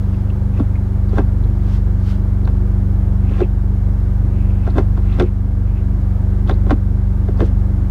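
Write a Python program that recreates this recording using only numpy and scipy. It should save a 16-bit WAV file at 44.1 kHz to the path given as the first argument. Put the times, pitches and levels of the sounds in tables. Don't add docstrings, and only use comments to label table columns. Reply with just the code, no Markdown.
import sys
import numpy as np
from scipy import signal
from scipy.io import wavfile
from scipy.ndimage import uniform_filter1d

SR = 44100
rng = np.random.default_rng(int(sys.argv[2]) if len(sys.argv) > 2 else 0)


def wav_out(sig):
    wavfile.write(sys.argv[1], SR, np.round(np.clip(np.atleast_2d(sig).T, -1, 1) * 32767).astype(np.int16))


N = 348390
TIME = np.arange(N) / SR


def from_db(db):
    return 10 ** (np.asarray(db) / 20)


def rms_one(x):
    return x / np.sqrt(np.mean(x ** 2) + 1e-20)


def in_time(rows):
    times_s, values = np.transpose(rows)
    return np.interp(TIME, times_s, values)


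def at_hz(points, hz):
    points = np.array(points)
    return np.interp(np.log(hz), np.log(points[:, 0]), points[:, 1])


def drift(rate_hz):
    r = np.exp(-200 * np.pi * rate_hz / SR)
    white = rng.standard_normal(N // 100 + 1002)
    slow = signal.lfilter([1], [1, -2 * r, r * r], white)[1000:]
    return np.interp(np.arange(N) / 100, np.arange(len(slow)), rms_one(slow))


def filtered(x, cutoff_hz, kind):
    return signal.sosfilt(signal.butter(2, cutoff_hz, kind, fs=SR, output="sos"), x)


def clicks(times_s, heights):
    out = np.full(N, 1e-18)
    out[np.round(np.asarray(times_s) * SR).astype(int)] += heights
    return out


def ring(force, hz, t60_s):
    r = np.exp(-np.log(1000) / (t60_s * SR))
    w = 2 * np.pi * hz / SR
    return signal.lfilter([0, np.sin(w)], [1, -2 * r * np.cos(w), r * r], force)


def fade(force, t60_s, swell_hz):
    decay = np.exp(-2 * np.log(1000) / (t60_s * SR))
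    envelope = np.sqrt(signal.lfilter([1], [1, -decay], force ** 2))
    r = np.exp(-np.pi * swell_hz / SR)
    return signal.lfilter([(1 - r) ** 2], [1, -2 * r, r * r], envelope)


def noise_bands(spectrum):
    edges_hz = np.geomspace(spectrum[0][0], 16500, 23)
    centres_hz = np.sqrt(edges_hz[1:] * edges_hz[:-1])
    white = rng.standard_normal((2, N))
    gains = from_db(at_hz(spectrum, centres_hz)) * np.sqrt(np.diff(edges_hz))
    gains = gains / np.linalg.norm(gains)
    for k, hz in enumerate(centres_hz):
        yield hz, gains[k] * rms_one(filtered(white[k % 2], edges_hz[k:k + 2], "band"))


def swells(rows, roundness=1.42):
    power = np.zeros(N)
    for s, db, rise_s, fall_s in rows:
        near = slice(*np.searchsorted(TIME, [s - 3 * rise_s, s + 3 * fall_s]))
        away = np.maximum((s - TIME[near]) / rise_s, (TIME[near] - s) / fall_s)
        power[near] += from_db(db - 20 * away ** roundness) ** 2
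    return np.sqrt(power)


def rub(strokes, colour, grain_db):
    grain = from_db(grain_db * np.tanh(drift(71)))
    return swells(strokes) * grain * sum(band for _, band in noise_bands(colour))


# (time [s], firing rate [1/s])
IDLE_SPEED = [(0.0, 24.28), (0.55, 24.3), (1.05, 24.25), (1.5, 24.0), (2.4, 24.01), (3.3, 24.01),
              (4.2, 23.96), (5.1, 23.93), (5.4, 24.2), (6.0, 23.92), (7.0, 24.06), (7.9, 23.98)]
# (time [s], relative level [dB])
BOOM_BUILDUP = [(0, -4.5), (.9, -3), (1.05, 0), (7.9, 1)]
# (multiple of the firing rate, relative level [dB])
FIRING_ORDERS = [(1, -14), (2, 0), (3, -1), (4, 0.5), (5, -8), (6, -17), (7, -29.5), (8, -8), (9, -44.5),
                 (10, -45.5), (11, -23), (12, -30.5), (13, -28.5), (14, -37.5), (15, -26.5), (16, -33),
                 (17, -45.5), (18, -44), (19, -43), (20, -35.5)]


def engine(first_firing_s=.0318, smear_rad=.42, waver=0.13, upper_waver=0.47):
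    rate = in_time(IDLE_SPEED)
    boom_db = in_time(BOOM_BUILDUP)
    firing_phase = 2 * np.pi * (np.cumsum(rate) / SR - first_firing_s * rate[0])
    second_gain = from_db(-17 + boom_db)
    other_gain = from_db(-19.5 + 0.24 * boom_db)
    out = 0
    for order, db in FIRING_ORDERS:
        gain = second_gain if order == 2 else other_gain
        unsteady = waver if order < 9 else upper_waver
        angle = order * firing_phase - smear_rad * order ** 2
        tone = (1 + unsteady * drift(6.6)) * np.cos(angle) + unsteady * drift(5.6) * np.sin(angle)
        out = out + np.sqrt(2) * from_db(db) * gain * tone
    return out, firing_phase


# (frequency [Hz], relative density [dB per Hz])
BULKHEAD_NOISE = [(30, -0.5), (130, 1.5), (220, -4.5), (330, -8.5), (460, -12.5), (720, -14), (1100, -20),
                  (1400, -21.5), (1750, -31), (2050, -28.5), (2500, -38), (4000, -40.5), (7000, -45),
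                  (15500, -48.5)]


def cabin_noise(firing_phase, level_db=-32, throb=0.46, patchy_db=2.0, whine_hz=3284, whine_db=-74):
    pulse = 1 + throb * np.cos(2 * firing_phase)
    noise = 0
    for hz, band in noise_bands(BULKHEAD_NOISE):
        noise = noise + band * (pulse * from_db(patchy_db * drift(8.1)) if hz < 550 else 1)
    whine = np.sqrt(2) * np.sin(2 * np.pi * np.cumsum(whine_hz + 6 * drift(20)) / SR)
    return from_db(level_db) * noise + from_db(whine_db) * whine


# (time [s], peak level [dB], rise [s], fall [s])
BRUSH_STROKES = [(.15, -57, .3, .25), (1.755, -45, 0.18, 0.055), (2.11, -43.5, .14, .08),
                 (7.46, -47, .06, .05)]
# (frequency [Hz], relative density [dB per Hz])
CLOTH_COLOUR = [(500, -8.5), (1400, 9), (2100, 1.5), (3200, 2), (5000, -2), (6500, -8.5), (7800, -12.5),
                (15000, -21)]


def clothing():
    return rub(BRUSH_STROKES, CLOTH_COLOUR, grain_db=1.0)


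# (time [s], relative level [dB], pitch [Hz])
BRACELET_CHINKS = [(0.143, -46, 2640), (0.301, -46, 2870), (0.754, -39, 2140), (1.093, -53, 4200),
                   (1.437, -48, 3800), (2.451, -49, 4100), (3.445, -47, 2870), (4.701, -46, 4100),
                   (5.126, -42, 3400), (6.474, -40, 3500), (6.509, -38, 3500), (6.538, -49, 4100),
                   (7.374, -55, 4880)]


def bracelet(level_db=1, t60_s=0.05, width=0.11):
    out, white = 0, rng.standard_normal(N)
    for s, db, hz in BRACELET_CHINKS:
        band = filtered(white, [hz / (1 + width), hz * (1 + width)], "band")
        out = out + rms_one(band) * fade(clicks([s], from_db(db + level_db)), t60_s, hz)
    return out


# (frequency [Hz], relative level [dB], t60 [s])
FOLD_MODES = [(2100, 0.5, 0.0053), (2430, -0.5, 0.0051), (2580, 0, 0.0074)]
# (time [s], peak level [dB], rise [s], fall [s])
BOOT_FLEXES = [(.58, -51, 0.069, .06), (3.31, -50, 0.12, .12), (3.435, -45, 0.16, 0.036),
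               (4.39, -52, .12, 0.29), (4.67, -52.5, .2, .1), (5.14, -49.5, .13, 0.13),
               (5.27, -51, 0.085, 0.052), (5.69, -52, 0.049, 0.077), (5.78, -54, 0.068, 0.074)]


def boot(slips_per_s=600, uneven_db=4, top_hz=3000, flex_db=4):
    creak = 0
    for hz, db, t60_s in FOLD_MODES:
        sizes = from_db(uneven_db * np.clip(rng.standard_normal(N), -2, 2))
        slips = (rng.random(N) < slips_per_s / SR) * sizes
        flex = from_db(db + flex_db * np.tanh(drift(24)))
        creak = creak + flex * ring(np.diff(slips, prepend=0), hz, t60_s)
    return swells(BOOT_FLEXES) * rms_one(filtered(creak, top_hz, "low"))


# (stop time [s], stop knock level [dB], stop click level [dB], stop thud level [dB],
# seating delay [s], seating boom level [dB], seating thud reference [dB], slide peak level [dB], approach [s])
GEAR_SHIFTS = [(0.598, -27, -57, -19, 0.0044, -10, -16.5, -45.5, 0.071),
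               (1.183, -15, -39, -13, .010, -15.5, -20, -38, 0.084),
               (3.404, -23.5, -43, -16.5, .011, -16.5, -9.5, -40.5, 0.13),
               (4.782, -17.5, -36.5, -11.5, 0.0081, -15.5, -13.5, -37, 0.055),
               (5.198, -20, -25, -9, .025, -16, -7, -44, 0.22),
               (6.495, -19.5, -33.5, -22, .015, -20, -12.5, -38.5, .04),
               (6.707, -15, -30.5, -15, 0.0065, -3, -9.5, -42.5, 0.046),
               (7.405, -18.5, -38.5, -13.5, .012, -16, -3, -39.5, 0.039)]
# (time [s], thud level [dB], knock level [dB], click level [dB]), all relative
GATE_TAPS = [(1.131, -22.5, -34, -64), (2.475, -29, -30.5, -44.5), (3.311, -22.5, -33, -55),
             (4.667, -26, -30, -52), (4.675, -19.5, -24.5, -53), (4.755, -19, -32, -58),
             (4.975, -25, -30, -53), (5.209, -12, -22, -48), (6.666, -21.5, -38, -55),
             (7.285, -19.5, -33.5, -54)]


def slides(release_s=0.05, tap_slide_db=-21, tap_approach_s=0.036):
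    into_gear = [(s, db, approach_s, release_s) for s, *_, db, approach_s in GEAR_SHIFTS]
    in_gate = [(s, knock + tap_slide_db, tap_approach_s, release_s) for s, _, knock, _ in GATE_TAPS]
    return into_gear + in_gate


# (frequency [Hz], relative density [dB per Hz])
GATE_COLOUR = [(300, -3), (900, 8.5), (1900, -2), (2600, -8), (3600, -13), (6000, -17.5), (14000, -30)]
# (frequency [Hz], relative level [dB], t60 [s])
LINKAGE_MODES = [(243, -10.5, 0.062), (298.6, 1, 0.053), (351, -2.5, 0.075), (393.5, -2, 0.077),
                 (556, -6.5, 0.093), (682, -2.5, 0.059), (783, -3.5, 0.069), (1061, -2, 0.034),
                 (1376, 0, 0.047), (1580, 0.5, 0.048), (2062, -6, 0.067), (2554, -7.5, 0.037),
                 (3557, 5, 0.017), (3950, -16, 0.017), (5920, -15.5, 0.042)]


def gate_friction(grain_db=1.5, body_db=7):
    friction = rub(slides(), GATE_COLOUR, grain_db)
    body = 0
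    for k, (hz, _, t60_s) in enumerate(LINKAGE_MODES):
        unity = 2 * np.log(1000) / (t60_s * SR)
        body = body + (-1) ** k * ring(friction, hz, t60_s) * unity
    return friction + from_db(body_db) * body


def chatter(ticks_per_s=130, level_db=-10, uneven_db=3, low_hz=1500):
    sizes = from_db(level_db + uneven_db * np.tanh(rng.standard_normal(N)))
    ticks = (rng.random(N) < ticks_per_s / SR) * sizes * swells(slides()) + 1e-18
    ticks = filtered(ticks, low_hz, "high")
    out = 0
    for k, (hz, db, t60_s) in enumerate(LINKAGE_MODES):
        out = out + (-1) ** k * from_db(db) * ring(ticks, hz, t60_s)
    return out


def contacts(catch_lead_s=0.011, settle_s=.014, settle_loss_db=10.5, hard_boom_db=-2.5):
    rows = [(s, thud + hard_boom_db, thud, knock, click) for s, thud, knock, click in GATE_TAPS]
    for s, knock, click, thud, seats_after_s, seat_boom, seat_thud, _, _ in GEAR_SHIFTS:
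        stop = np.array([thud + hard_boom_db, thud, knock, click])
        catch = stop + [-7, -7, -13, -19]
        seat = np.array([seat_boom, seat_thud, knock - 14, click - 14.5])
        seated_s = s + seats_after_s
        rows += [(s - catch_lead_s, *catch), (s, *stop), (seated_s, *seat)]
        rows += [(seated_s + settle_s, *(seat - settle_loss_db))]
    return rows


CONTACT_REGISTERS = [280, 400, 850, 3200]
# (frequency [Hz], relative density [dB per Hz])
CABIN_SCATTER = [(120, 1), (200, 7), (380, 4.5), (500, -4.5), (750, -0.5), (1500, -2.5), (1900, -3),
                 (2600, -3.5), (3700, -2.5), (5800, -17), (7200, -30), (10000, -21), (15000, -53)]
# (frequency [Hz], t60 [s])
CABIN_T60 = [(250, 0.098), (1000, 0.11), (6000, 0.04)]


def lever(ring_db=-1, scatter_db=2, crack_db=5, crack_t60_s=0.0039, uneven_db=3.0, travel_s=0.0011):
    times_s, *registers_db = np.transpose(contacts())
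    knock_hz = CONTACT_REGISTERS[2]

    def strength_db(hz):
        log_registers = np.log(CONTACT_REGISTERS)
        return np.array([np.interp(np.log(hz), log_registers, row) for row in np.transpose(registers_db)])

    out = 0
    uneven = uneven_db * rng.standard_normal((len(times_s), len(LINKAGE_MODES)))
    for k, (hz, db, t60_s) in enumerate(LINKAGE_MODES):
        lag_s = travel_s * np.sqrt(knock_hz / hz)
        heights = from_db(strength_db(hz) + db + ring_db + uneven[:, k])
        out = out + (-1) ** k * ring(clicks(times_s + lag_s - travel_s, heights), hz, t60_s)
    for hz, band in noise_bands(CABIN_SCATTER):
        force = clicks(times_s, from_db(strength_db(hz) + scatter_db))
        tail = fade(force, at_hz(CABIN_T60, hz), hz)
        crack = from_db(crack_db) * fade(force, crack_t60_s, hz)
        crack = crack * hz / (hz + knock_hz)
        out = out + band * np.hypot(tail, crack)
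    return out


def level_dips(x, sense_hz=230, sense_s=0.049, threshold_db=-17.5, most_db=3, recovery_db_per_s=3.5,
               ease_s=0.073):
    sensed = filtered(x[0], sense_hz, "high")
    level_db = 10 * np.log10(np.abs(uniform_filter1d(sensed ** 2, int(sense_s * SR))) + 1e-12)
    over_db = np.clip(level_db - threshold_db, 0, most_db)
    recovered_db = recovery_db_per_s * TIME
    drop_db = np.maximum.accumulate(over_db + recovered_db) - recovered_db
    r = np.exp(-1 / (ease_s * SR))
    return x * from_db(-signal.lfilter([1 - r], [1, -r], drop_db))


def scene():
    boom, firing_phase = engine()
    hand = bracelet() + clothing()
    shifter = lever() + gate_friction() + boot() + chatter()
    return (boom + cabin_noise(firing_phase) + shifter + hand)[None, :]


def record(dry, cutoff_hz=15800):
    steep = signal.ellip(12, .1, 90, cutoff_hz, fs=SR, output="sos")
    return signal.sosfilt(steep, level_dips(dry))


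dry = scene()
out = record(dry)
wav_out(out)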